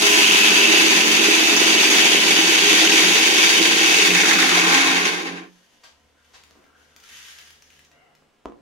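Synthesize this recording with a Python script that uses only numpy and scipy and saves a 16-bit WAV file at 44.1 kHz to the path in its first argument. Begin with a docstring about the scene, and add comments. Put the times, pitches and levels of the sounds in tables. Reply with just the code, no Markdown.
"""In a concrete yard, a homemade grain crusher driven by an angle grinder runs close to a phone.
Beaters fling kernels against a steel drum, heard as random impacts through its resonances, over gear tones that
follow the spindle speed. Switched off, it coasts to a stop under air drag and bearing friction.
A glove scuffs and drags as filtered noise and a wavering tone, meal slides out as fine grains,
and the drum, set back on its bucket, knocks through bucket and floor modes over quiet yard air."""
import sys
import numpy as np
from scipy import signal
from scipy.fft import rfft, irfft
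from scipy.io import wavfile
from scipy.ndimage import uniform_filter1d, minimum_filter1d

SR = 44100
rng = np.random.default_rng(int(sys.argv[2]) if len(sys.argv) > 2 else 0)


def bounce(signal):
    """Save signal as a 16-bit WAV file at the path given by the first command-line argument."""
    frames = np.transpose(np.atleast_2d(signal))
    limited = np.clip(frames, -1, 1)
    pcm = np.round(limited * 32767).astype(np.int16)
    wavfile.write(sys.argv[1], SR, pcm)


N = 379695
T = np.arange(N) / SR
FREQ = np.maximum(np.fft.rfftfreq(2 ** 19, 1 / SR), 1)

# spindle speed under power, creeping up until the cut at the last point: (time [s], speed [turns/s])
SPINDLE_SPEED = [(0, 110), (.6, 112.2), (1, 113.2), (1.5, 114), (2.25, 115.5), (3.82, 117.8)]
# below this speed [turns/s] the kernels drop out of the whirl
STALL_SPEED = 34.6
PORT_LAG = 14  # direct sound reaches the left port this much later [samples]


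def crusher(speed, clump_db):
    """Kernels struck by the beaters crack against the steel; slower beaters hit more softly."""
    # kernels and meal rolling round the wall: (time [s], level [dB])
    tumble_levels = [(0, -32), (.7, -35), (2, -38.5), (3.8, -37), (4.3, -36), (4.7, -29.5), (5.2, -31.5)]
    # treble as the phone moves over the hopper and away again: (time [s], level [dB])
    treble_levels = [(0, 2), (.7, -2), (4.8, -2.5), (5.4, 2.5)]
    # outline of a kernel's crack: (frequency [Hz], level [dB])
    crack_outline = [(300, -26.5), (660, -15.5), (790, -8.5), (1200, -8.5), (1700, -1.5), (2400, 2),
                     (3300, -2.5), (3750, 0.5), (4150, -4.5), (4750, -0.5), (5200, -6), (5700, -4),
                     (6700, -2.5), (7450, -18), (8200, -15), (11000, -14.5), (13200, -27), (16000, -48)]
    # steel lid modes: (frequency [Hz], width [Hz], level [dB])
    steel_modes = [(1556, 84, -2.5), (2220, 170, -1), (2576, 100, 2), (2930, 160, -8.5), (3240, 79, -1),
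                   (3470, 300, -4), (4420, 150, -7), (4760, 190, -6), (5640, 99, -3.5), (5970, 150, -3),
                   (6380, 370, -10)]
    # steel wall and lid modes: (frequency [Hz], width [Hz], level [dB])
    wall_modes = [(778, 32, -0.5), (810, 43, -2.5), (838, 60, -1), (957, 21, -4), (1019, 28, 6),
                  (1060, 39, 2.5), (1158, 93, -1), (1405, 93, -1.5), (1570, 120, 2.5), (1803, 330, -1),
                  (2230, 440, -2.5)]
    # whole kernels shattering on the steel: (time [s], level [dB], decay [s])
    shatter_times = [(.274, -10, .002), (.3406, -12, .003), (.413, -22, .003), (.4623, -14, .003),
                     (.8175, -10, .003), (1.2461, -6.5, .003), (2.0423, -14, .004), (2.579, -11.5, .003),
                     (2.6728, -14.5, .003), (2.7556, -11.5, .003), (2.8464, -11, .004),
                     (3.3717, -18.5, .003), (3.5808, -13, .003), (3.7748, -16.5, .003), (4.0352, -18, .003),
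                     (4.4902, -8, .003), (4.8105, -14, .003), (4.861, -13, .003), (5.051, -13.5, .005),
                     (5.218, -29, .004)]
    # lag of the left port for three sides of the drum: (lag [samples])
    side_lags = (12, 14, 16)
    strike_db, ping_db, treble_hz = -23, -26.5, 8000
    # each sound weakens with its own power of the speed
    strike_law, tumble_law, crack_law, ring_law = 1.96, 0.98, 0.42, 0.59

    tumble_db, = curves(tumble_levels)
    treble_db, = curves(treble_levels)
    stalling = below(speed, STALL_SPEED, strike_law)
    striking = undb(strike_db + clump_db) * stalling
    rolling = undb(tumble_db) * below(speed, STALL_SPEED, tumble_law)
    full_speed = SPINDLE_SPEED[1][1]
    force = below(speed, full_speed, crack_law)

    # the kernels whirl round in clumps, a little slower than the beaters, and spread out as they slow
    whirl = np.cumsum(speed * (.8 + 0.0959 * walk(12))) / SR
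    bunching_db = 2.6 * force * np.cos(2 * np.pi * whirl)
    turn = 2 * np.pi * np.cumsum(speed) / SR
    beaters_db = 1.2 * np.cos(2 * turn) + 1.4 * np.cos(4 * turn)
    uneven_db = 1.0 * walk(35) + 1.0 * walk(150)
    feed = (speed > 0) * undb(bunching_db + beaters_db + uneven_db)

    crack = colour(crack_outline) * low_cut(92, order=2)
    steel = modes(steel_modes) * low_cut(1500, order=3)
    wall = modes(wall_modes) * low_cut(700, order=8) / (1 + (FREQ / 3000) ** 4)
    # a longer contact loses the treble
    soft = crack / np.sqrt(1 + (FREQ / 1000) ** 2) * low_cut(780, order=4)

    out = 0
    for lag in side_lags:  # each side of the drum reaches the phone by its own paths
        strikes = grains(330, spread_db=4.5) * feed
        ring = unit(through(grains(900, spread_db=2.5) * feed, steel)) * undb(-4.0)
        hard = unit(through(strikes, crack)) * undb(0.55) * force
        hard = hard + ring * below(speed, full_speed, ring_law)
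        dull = unit(through(grains(300, spread_db=5.5) * feed, soft)) * 2 * (1 - force)
        tumble = unit(through(strikes, wall)) * rolling
        out = out + yard((hard + dull) * striking + tumble, wet_db=4, t60=0.15, lag=lag)

    chips = pings(undb(ping_db + clump_db) * stalling * force ** 2)
    shatters = rung(rng.standard_normal(N) * snaps(shatter_times), crack * low_cut(300, order=3))
    out = out + yard(chips + shatters, wet_db=4.5, t60=0.07, lag=PORT_LAG)
    treble = through(out, low_cut(treble_hz, order=2))
    return out + treble * (undb(treble_db) - 1)


def pings(strength):
    """Chips hit the wall at random moments, each ringing it briefly at its own pitch."""
    rate, decay_s = 130, 0.0036  # chips a second, ring decay
    middle_hz, spread_octaves = 3008, .33
    gap, pitch, size = rng.random((1200, 3)).T
    start = (np.cumsum(.3 + 1.4 * gap) / rate * SR).astype(int)
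    # an even draw becomes a bell-shaped scatter of pitch
    scatter = np.clip(np.log((pitch + 1e-6) / (1 - pitch)) / 1.7, -2.5, 3.5)
    hz = middle_hz * 2 ** (spread_octaves * scatter)
    t = T[:1024]
    rings = undb(9 * size)[:, None] * np.sin(2 * np.pi * hz[:, None] * t) * np.exp(-t / decay_s)
    places = start[:, None] + np.arange(len(t))
    out = np.bincount(places.ravel(), rings.ravel(), N)[:N]
    level = np.sqrt(np.mean(out[:N // 2] ** 2))
    return through(out / level * strength, low_cut(900, order=3))


def clumps():
    """Uneven feed: extra dB of the strikes as clumps drop into the beaters, less in the gaps."""
    # clumps and gaps: (time [s], extra strike level [dB])
    clump_times = [(0.769, 0.5), (1.03, -2), (1.3, 0.5), (1.77, -0.5), (2.06, 1), (2.18, -1), (2.33, -1.5),
                   (2.74, 2), (3.49, 1.5), (4.75, 2.5), (5.09, 3), (5.21, -1)]
    clump_s = 0.038  # half-width of the bell-shaped change
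    s, db = np.transpose(clump_times)
    return db @ np.exp(-.5 * ((T - s[:, None]) / clump_s) ** 2)


def drum(speed):
    """Kernels shake drum and frame; the beaters' push, twice a turn, sweeps down through the frame's resonance."""
    # drum and hopper modes: (frequency [Hz], width [Hz], level [dB])
    drum_modes = [(226, 21, -5), (277.4, 9, -2), (327.3, 13, 8.5), (352.6, 36, 1.5), (387.2, 14, 0.5),
                  (406.4, 9.8, 7.5), (438, 7.7, -4), (477, 49, -16), (582, 61, -8.5)]
    # frame mode: (frequency [Hz], width [Hz], level [dB])
    frame_modes = [(180.2, 5.5, -1.5)]
    # packed grain thumping the drum: (time [s], level [dB])
    thump_times = [(.738, -12.5), (.91, -18.5), (.999, -16.5), (1.106, -22.5), (1.286, -13), (1.408, -16.5),
                   (1.625, -17.5), (1.781, -13.5), (2.054, -17), (2.147, -14), (2.389, -15.5),
                   (2.523, -21.5), (2.71, -15.5), (2.939, -18.5), (3.344, -21), (4.73, -14.5), (5.065, -16)]
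    # low frame and drum tones that swell up now and then, mostly as the machine slows:
    # (frequency [Hz], start [s], level [dB], rise [s], hold [s], fade [s])
    drone_swells = [(178.5, 3, -38.5, .05, .08, .04), (272, 4.3, -34, 0.091, .12, .04),
                    (208, 4.3, -36.5, .03, 0.046, 0.025), (178.4, 4.5, -36.5, 0.041, 0.18, 0.032),
                    (274, 4.69, -30.5, 0.072, 0.21, .05), (176, 5.23, -41, 0.036, 0.069, 0.067),
                    (273, 5.2, -45.5, .05, 0.13, 0.043)]
    boom_db, frame_db, beater_db, shell_push_db = -25, -44.5, -31.5, -6
    empty_db, fill_s = -2.5, 0.41  # the boom starts this much weaker until the drum has filled
    slow_boom_db, slow_frame_db = -3, 5  # slow beaters boom less on the drum and rock the frame more

    slow = 1 - speed / speed.max()
    milling = below(speed, STALL_SPEED, 0.84)
    boom_level = boom_db + empty_db * np.maximum(1 - T / fill_s, 0) + slow_boom_db * slow
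    frame_level = frame_db + slow_frame_db * slow
    shell = modes(drum_modes) * low_cut(185, order=7) / (1 + (FREQ / 650) ** 4)
    frame = modes(frame_modes) * low_cut(160, order=12) / (1 + (FREQ / 260) ** 4)

    boom = rung(grains(800, spread_db=3.5) * milling * undb(boom_level), shell)
    boom += through(blows(thump_times), shell / np.abs(irfft(shell)).max())
    rattle = rung(grains(3000, spread_db=4.5) * milling * undb(frame_level), frame)
    angle = 2 * np.pi * np.cumsum(speed * (1 + 0.0087 * walk(40))) / SR
    beat = np.sin(2 * angle) * undb(beater_db + 2 * walk(27))
    push = through(beat, frame + shell * undb(shell_push_db)) * np.sqrt(2)
    body = boom + rattle + push + tones(drone_swells, waver_db=0.0)
    sides = undb([[-2.2], [2.6]])  # left, right
    return yard(body, wet_db=-10.0, t60=0.33, lag=PORT_LAG) * sides


def gears(speed):
    """Teeth whine at multiples of the spindle speed; their chatter spreads into a rasp that falls with it."""
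    # gear load: (time [s], tooth whine level [dB], motor tone level [dB])
    load_levels = [(0, -27, -35.5), (.3, -22.5, -43.5), (.7, -26, -40), (1, -31.5, -43), (1.4, -29.5, -38),
                   (2.1, -27, -37.5), (2.35, -26.5, -49.5), (3.4, -32.5, -49), (3.8, -31.5, -49)]
    # tooth tones: (multiple of the spindle speed)
    tooth_orders = (23, 24, 26, 28, 51)
    # gear case resonances that pick out passing gear tones: (frequency [Hz], width [Hz], level [dB])
    case_modes = [(1012, 50, -4), (2600, 45, 2), (2700, 35, 0.5), (2760, 40, -7), (2925, 22, -3.5),
                  (2995, 35, -3), (3060, 30, -5), (3256, 20, -2), (3298, 15, -1), (5825, 60, -11)]
    # harder rattle as the feed starts and as the power is cut:
    # (start [s], level [dB], rise [s], hold [s], fade [s])
    rattle_swells = [(.08, -22.5, 0.23, 0.059, 0.096), (3.82, -21.5, 0.24, 0.18, 0.13)]
    mesh_speed = 49  # turns/s, below which the teeth fade
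    whine_law, rasp_law, rotor_law = 4, 2.9, 8  # powers of the speed
    rasp_db, case_ring_db = -23.5, 0.5

    whine_db, rotor_db = curves(load_levels)
    angle = 2 * np.pi * np.cumsum(speed * (1 + 0.00095 * walk(40))) / SR
    teeth = sum(undb(1.9 * walk(7.7) + 3.2 * walk(70)) * np.sin(k * angle) for k in tooth_orders)
    # a lower tooth tone, smeared by backlash
    teeth = teeth + 1.4 * np.sin(9 * angle + 2.5 * walk(700))
    case_response = modes(case_modes)
    whine = unit(through(teeth, case_response)) * undb(whine_db) * below(speed, mesh_speed, whine_law)
    rotor = np.sqrt(2) * np.sin(6 * angle + .7 * walk(14)) * undb(rotor_db + 2.5 * walk(12))
    rotor = rotor * below(speed, SPINDLE_SPEED[0][1], rotor_law)

    # backlash makes the teeth rattle in sharp bursts of uneven strength, a little less than once a turn
    cycle = np.cumsum(speed * (.78 + .17 * walk(90))) / SR
    strength = undb(3.2 * np.clip(rng.standard_normal(N), -2, 1.5))[cycle.astype(int)]
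    bursts = strength * (.2 + np.exp(-(cycle % 1) / .3)) * undb(1.6 * walk(9))
    chatter = through(rng.standard_normal((2, 2, N)), 1 / (1 + (FREQ / 480) ** 4))
    chatter = (chatter + .3 * chatter[:, ::-1]) * bursts  # the two ports share part of it
    # the noise is carried up to a band whose centre wanders around 25 times the spindle speed
    centre = 25 * angle + 2 * np.pi * np.cumsum(speed * 1.3 * walk(10)) / SR
    rasp = chatter[0] * np.cos(centre) + chatter[1] * np.sin(centre)
    rasp = unit(rasp) * (undb(rasp_db) + swells(rattle_swells)) * below(speed, mesh_speed, rasp_law)
    case = low_cut(850, order=7) * (1 + undb(case_ring_db) * case_response) * undb(-4.0)

    whine = yard(whine, wet_db=-7.5, t60=0.099, lag=PORT_LAG)
    rotor = yard(rotor, wet_db=-17, t60=0.12, lag=PORT_LAG)
    return whine + rotor + through(rasp, case)


def spindle():
    """Turns per second: driven until the power is cut, then braked by air drag and bearing friction."""
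    friction = 55.2  # turns/s lost each second
    drag_speed = 117.8  # turns/s at which air drag equals the friction
    driven, = curves(SPINDLE_SPEED)
    cut_s, top = SPINDLE_SPEED[-1]
    left = np.arctan(top / drag_speed) - friction / drag_speed * np.maximum(T - cut_s, 0)
    return np.minimum(driven, drag_speed * np.tan(np.maximum(left, 0)))


def below(speed, knee, law):
    """Gain 1 above the knee speed, falling as a power of the speed under it."""
    return np.minimum(speed / knee, 1) ** law


def knock():
    """The drum lands on the plastic bucket with a dull blow and rebounds; the bucket rings on and the floor thumps."""
    # the drum knocking and rebounding on the bucket: (time [s], level [dB])
    knock_times = [(6.5105, -22), (6.554, -21), (6.5605, -21), (6.574, -23), (6.591, -24), (6.602, -24),
                   (6.639, -26), (6.666, -26), (8.224, -23), (8.453, -23), (8.457, 3.5), (8.46, -4.5),
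                   (8.486, -9), (8.499, -12), (8.522, -10), (8.589, -21)]
    # outline of the blow: (frequency [Hz], level [dB])
    thud_outline = [(25, -15), (55, -5.5), (110, -30.5), (200, -5.5), (320, 6), (420, 3.5), (520, 0),
                    (700, 2.5), (1200, 4), (1700, -18.5), (3200, -16), (4500, -28), (6500, -24),
                    (10000, -44), (15000, -47)]
    # bucket modes: (frequency [Hz], width [Hz], level [dB])
    bucket_modes = [(234, 23, -5.5), (291, 14, -3.5), (358, 12, -1.5), (414, 12, -3.5), (475, 14, -4),
                    (538, 16, -6.5), (628, 20, -12), (690, 20, -16), (985, 30, -16.5)]
    # the floor under the bucket: (frequency [Hz], width [Hz], level [dB])
    floor_modes = [(57, 9, 8)]
    hits = blows(knock_times)
    blow = through(hits ** 1.35, colour(thud_outline))  # grows faster with force than the ring does
    body = through(blow, 1 / (1 + 1j * FREQ / 550) ** 3)  # the low part lingers in the yard
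    ring = through(hits, modes(bucket_modes) / (1 + (FREQ / 1700) ** 2)) * undb(17.0)
    crack = yard(blow, wet_db=-3, t60=0.25) * undb(-3)
    body = yard(body * undb(-1.0), wet_db=12, t60=0.36)
    ring = yard(ring, wet_db=-1.5, t60=0.4)
    return crack + body + ring + through(hits, modes(floor_modes))


def handling():
    """Meal slides, the glove scuffs and drags, the drum rubs on the rim and grit ticks."""
    # meal sliding out of the drum: (start [s], level [dB], rise [s], hold [s], fade [s])
    pour_swells = [(5.3, -60.5, 0.11, 0.31, 0.31), (6.15, -63, 0.12, 0.14, 0.19),
                   (6.73, -62, 0.052, 0.16, .1), (6.99, -43.5, 0.14, 0.16, 0.067),
                   (7.37, -53, .02, 0.081, 0.12), (7.62, -59.5, .07, 0.1, 0.063)]
    # outline of sliding meal: (frequency [Hz], level [dB])
    meal_outline = [(180, -57), (300, -26), (553, -25), (720, -28), (849, -18.5), (1810, -5), (2560, -9.5),
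                    (2980, -4), (4140, -11.5), (6790, -10), (7370, -20), (15500, -18)]
    # the drum scraping on the bucket rim: (start [s], level [dB], rise [s], hold [s], fade [s])
    scrape_swells = [(6.2, -64, 0.14, 0.22, .25), (6.54, -60, 0.018, .03, 0.051),
                     (7.89, -64.5, 0.03, .02, .2)]
    # scrape modes: (frequency [Hz], width [Hz], level [dB])
    scrape_modes = [(294, 70, 6), (440, 110, -2), (630, 90, -4), (1010, 120, 2), (1380, 170, -3)]
    # the rim squeaking: (start [s], level [dB], rise [s], hold [s], fade [s])
    squeak_swells = [(6.53, -71, .04, .1, .15), (7.895, -59, 0.027, 0.13, .11)]
    # the glove dragging on the feed tube: (start [s], level [dB], rise [s], hold [s], fade [s])
    drag_swells = [(6.13, -62, 0.056, .02, 0.032), (6.56, -62, .04, .06, .04), (6.71, -59.5, .04, .08, .04),
                   (6.87, -61.5, .04, .12, 0.071)]
    # glove scuffs: (start [s], level [dB], rise [s], hold [s], fade [s])
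    scuff_swells = [(5.8345, -42, .0015, .003, 0.021), (6.33, -45, 0.011, .008, 0.017)]
    # outline of a scuff: (frequency [Hz], level [dB])
    scuff_outline = [(100, -7), (400, -12), (900, 0), (1500, -1), (2800, -1), (4500, -3), (6500, -6),
                     (8000, -14), (15000, -29)]
    # small ticks of grit and metal: (time [s], level [dB], decay [s])
    tick_times = [(6.437, -40, .002), (6.478, -56, .003), (6.5095, -44, 0.0016), (6.641, -54, 0.0045),
                  (6.665, -53, .0015), (6.9635, -33.5, 0.0012), (7.001, -42, .003), (7.038, -40, .003),
                  (7.09, -39, .002), (7.386, -36, 0.0048), (7.413, -40, .003), (7.505, -38, .003),
                  (7.623, -40, 0.0018), (7.703, -45.5, .004), (7.792, -43, .003), (7.849, -44, .002),
                  (7.915, -50, .004), (8.151, -48, .003)]
    # outline of a tick: (frequency [Hz], level [dB])
    tick_outline = [(300, -31), (1200, -8), (2200, 0.5), (4000, -6), (6300, -4), (8000, -16), (15000, -18)]

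    # many fine grains and a few coarse ones
    trickle = grains(7000, spread_db=7.0) + .7 * grains(130, spread_db=5)
    trickle = trickle * undb(1.5 * walk(45))
    slide = colour(meal_outline) * low_cut(406, order=2) / (1 + (FREQ / 13000) ** 8)
    meal = unit(through(trickle, slide)) * swells(pour_swells)
    scrape = modes(scrape_modes) * low_cut(200, order=3)
    rub = unit(through(grains(1000, spread_db=9), scrape)) * swells(scrape_swells)
    rub += squeak() * swells(squeak_swells)
    rub += drag() * swells(drag_swells)
    scuffs = unit(through(rng.standard_normal(N), colour(scuff_outline))) * swells(scuff_swells)
    ticks = unit(through(rng.standard_normal(N), colour(tick_outline))) * snaps(tick_times)
    out = yard(meal + rub + scuffs, wet_db=6.5, t60=0.34) + yard(ticks, wet_db=2.5, t60=0.49)
    return out * undb([[1], [-1]])  # left, right


def squeak():
    """The rim sticks and slips at a shifting pitch; each partial is rough in its own way."""
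    # pitch as the rim slides: (time [s], pitch [Hz])
    squeak_pitch = [(6.55, 734), (7.91, 650), (7.97, 709), (8.06, 695), (8.14, 718)]
    # partials: (multiple of the pitch, level [dB])
    squeak_partials = [(1, 1.5), (2, -4), (2.93, -1), (4.08, -4)]
    pitch, = curves(squeak_pitch)
    out = 0
    for multiple, db in squeak_partials:
        hz = multiple * pitch + 18 * walk(30) + 115 * walk(600)
        out = out + undb(db + 2.4 * walk(80)) * np.sin(2 * np.pi * np.cumsum(hz) / SR)
    return unit(out)


def drag():
    """The glove catches and slips unevenly at a wavering pitch."""
    hz = 1440 + 45 * walk(16) + 180 * walk(900)
    roughness = undb(3.5 * walk(45) + 3 * walk(300))
    return unit(np.sin(2 * np.pi * np.cumsum(hz) / SR) * roughness)


def ambience():
    """Quiet outdoor air as coloured noise, and a low hum."""
    # outline of the yard air: (frequency [Hz], level [dB])
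    air_outline = [(25, -14), (50, -11), (110, -13), (220, -10), (400, -10), (700, -11), (1600, -17.5),
                   (2900, -19), (3900, -24), (6500, -28.5), (8500, -31), (15500, -44)]
    # faint low hums about an octave apart:
    # (frequency [Hz], start [s], level [dB], rise [s], hold [s], fade [s])
    hum_swells = [(76, 5.83, -71, .12, 1.9, .18), (150, 5.8, -75, 2.22, 0.25, .08)]
    air = unit(through(rng.standard_normal(N), colour(air_outline))) * undb(-64 + .7 * walk(4.5))
    return yard(air, wet_db=-0.5, t60=0.29) + tones(hum_swells, waver_db=3.0)


def yard(x, wet_db, t60, lag=0):
    """Direct sound, later at the left port, plus scattered echoes unlike at each port that shift as the phone wanders."""
    wander = .45  # radians per second
    t = T[:SR // 2]
    tail = rng.standard_normal((4, len(t))) * np.exp(-np.log(1000) * t / t60) * (t > .002)
    tail /= np.sqrt(np.sum(tail ** 2, axis=1, keepdims=True))
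    echoes = signal.oaconvolve(x[None], tail, axes=1)[:, :N]
    echoes = echoes[:2] * np.cos(wander * T) + echoes[2:] * np.sin(wander * T)
    direct = np.array([np.pad(x, (lag, 0))[:N], x])
    wet = undb(wet_db)
    return (direct + wet * echoes) / np.sqrt(1 + wet ** 2)


def undb(db):
    """Decibels to gain."""
    return 10 ** (np.asarray(db) / 20)


def unit(x):
    """Scale to rms 1."""
    return x / np.sqrt(np.mean(x ** 2))


def curves(table):
    """Each column of a table joined by straight lines in time."""
    s, *columns = np.transpose(table)
    return [np.interp(T, s, c) for c in columns]


def through(x, response):
    """Pass a sound through a frequency response."""
    return irfft(rfft(x, 2 * len(FREQ) - 2) * response)[..., :N]


def rung(force, response):
    """A body rung by a noisy force of rms 1 gives about rms 1, and rings on when the force stops."""
    return through(force, response / np.sqrt(np.mean(np.abs(response) ** 2)))


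def colour(points):
    """Causal (minimum-phase) response with the given (Hz, dB) outline, by folding its cepstrum."""
    hz, db = np.transpose(points)
    cepstrum = irfft(np.log(undb(np.interp(np.log(FREQ), np.log(hz), db))))
    cepstrum[1:len(FREQ) - 1] *= 2
    cepstrum[len(FREQ):] = 0
    return np.exp(rfft(cepstrum))


def modes(table):
    """Response of a set of resonances."""
    return sum(undb(db) / (1 + 1j * (FREQ ** 2 - hz ** 2) / (FREQ * width)) for hz, width, db in table)


def low_cut(hz, order):
    """Loss of bass, as below the size of a radiating body; a higher order is steeper."""
    return 1 / np.sqrt(1 + (hz / FREQ) ** (2 * order))


def walk(rate):
    """Smooth chance: random values, so many a second, joined by straight lines."""
    count = int(T[-1] * rate) + 2
    return 0.95 * np.interp(T * rate, np.arange(count), rng.standard_normal(count))


def grains(rate, spread_db):
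    """Random impacts, so many a second, of uneven size and either sign."""
    size = undb(spread_db * np.clip(rng.standard_normal(N), -2, 2))
    return unit((rng.random(N) < rate / SR) * size * rng.choice([-1, 1], N))


def swells(table):
    """Summed envelopes of events that rise, hold and fade away."""
    out = 0
    for s, db, rise, hold, fade in table:
        falling = np.exp(-np.maximum(T - s - rise - hold, 0) / fade)
        out = out + undb(db) * np.clip((T - s) / rise, 0, 1) * falling
    return out


def tones(table, waver_db):
    """Low tones that swell, waver by the given amount and fade."""
    out = 0
    for hz, *shape in table:
        level = swells([shape]) * undb(waver_db * walk(17))
        out = out + np.sqrt(2) * level * np.sin(2 * np.pi * hz * T)
    return out


def snaps(table):
    """Summed envelopes of sudden cracks that die away."""
    return sum(undb(db) * (T >= s) * np.exp(-np.abs(T - s) / decay) for s, db, decay in table)


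def blows(table):
    """One single-sample push for each (s, dB) row."""
    out = np.zeros(N)
    for s, db in table:
        out[int(s * SR)] += undb(db)
    return out


def scene():
    """The machine, its handling afterwards and the yard."""
    speed = spindle()
    machine = crusher(speed, clumps()) + drum(speed) + gears(speed)
    return machine + knock() + handling() + ambience()


def record(dry):
    """The phone's limiter ducks the sharpest peaks of both ports together, and the top is cut."""
    hold = 256  # samples
    room = np.minimum(1, .92 / (np.abs(dry).max(axis=0) + 1e-9))
    gain = uniform_filter1d(minimum_filter1d(room, 2 * hold), hold)
    top_cut = signal.ellip(10, .2, 80, 15750, fs=SR, output="sos")  # edge at 15750 Hz
    return signal.sosfilt(top_cut, dry * gain)


dry = scene()
out = record(dry)
bounce(out)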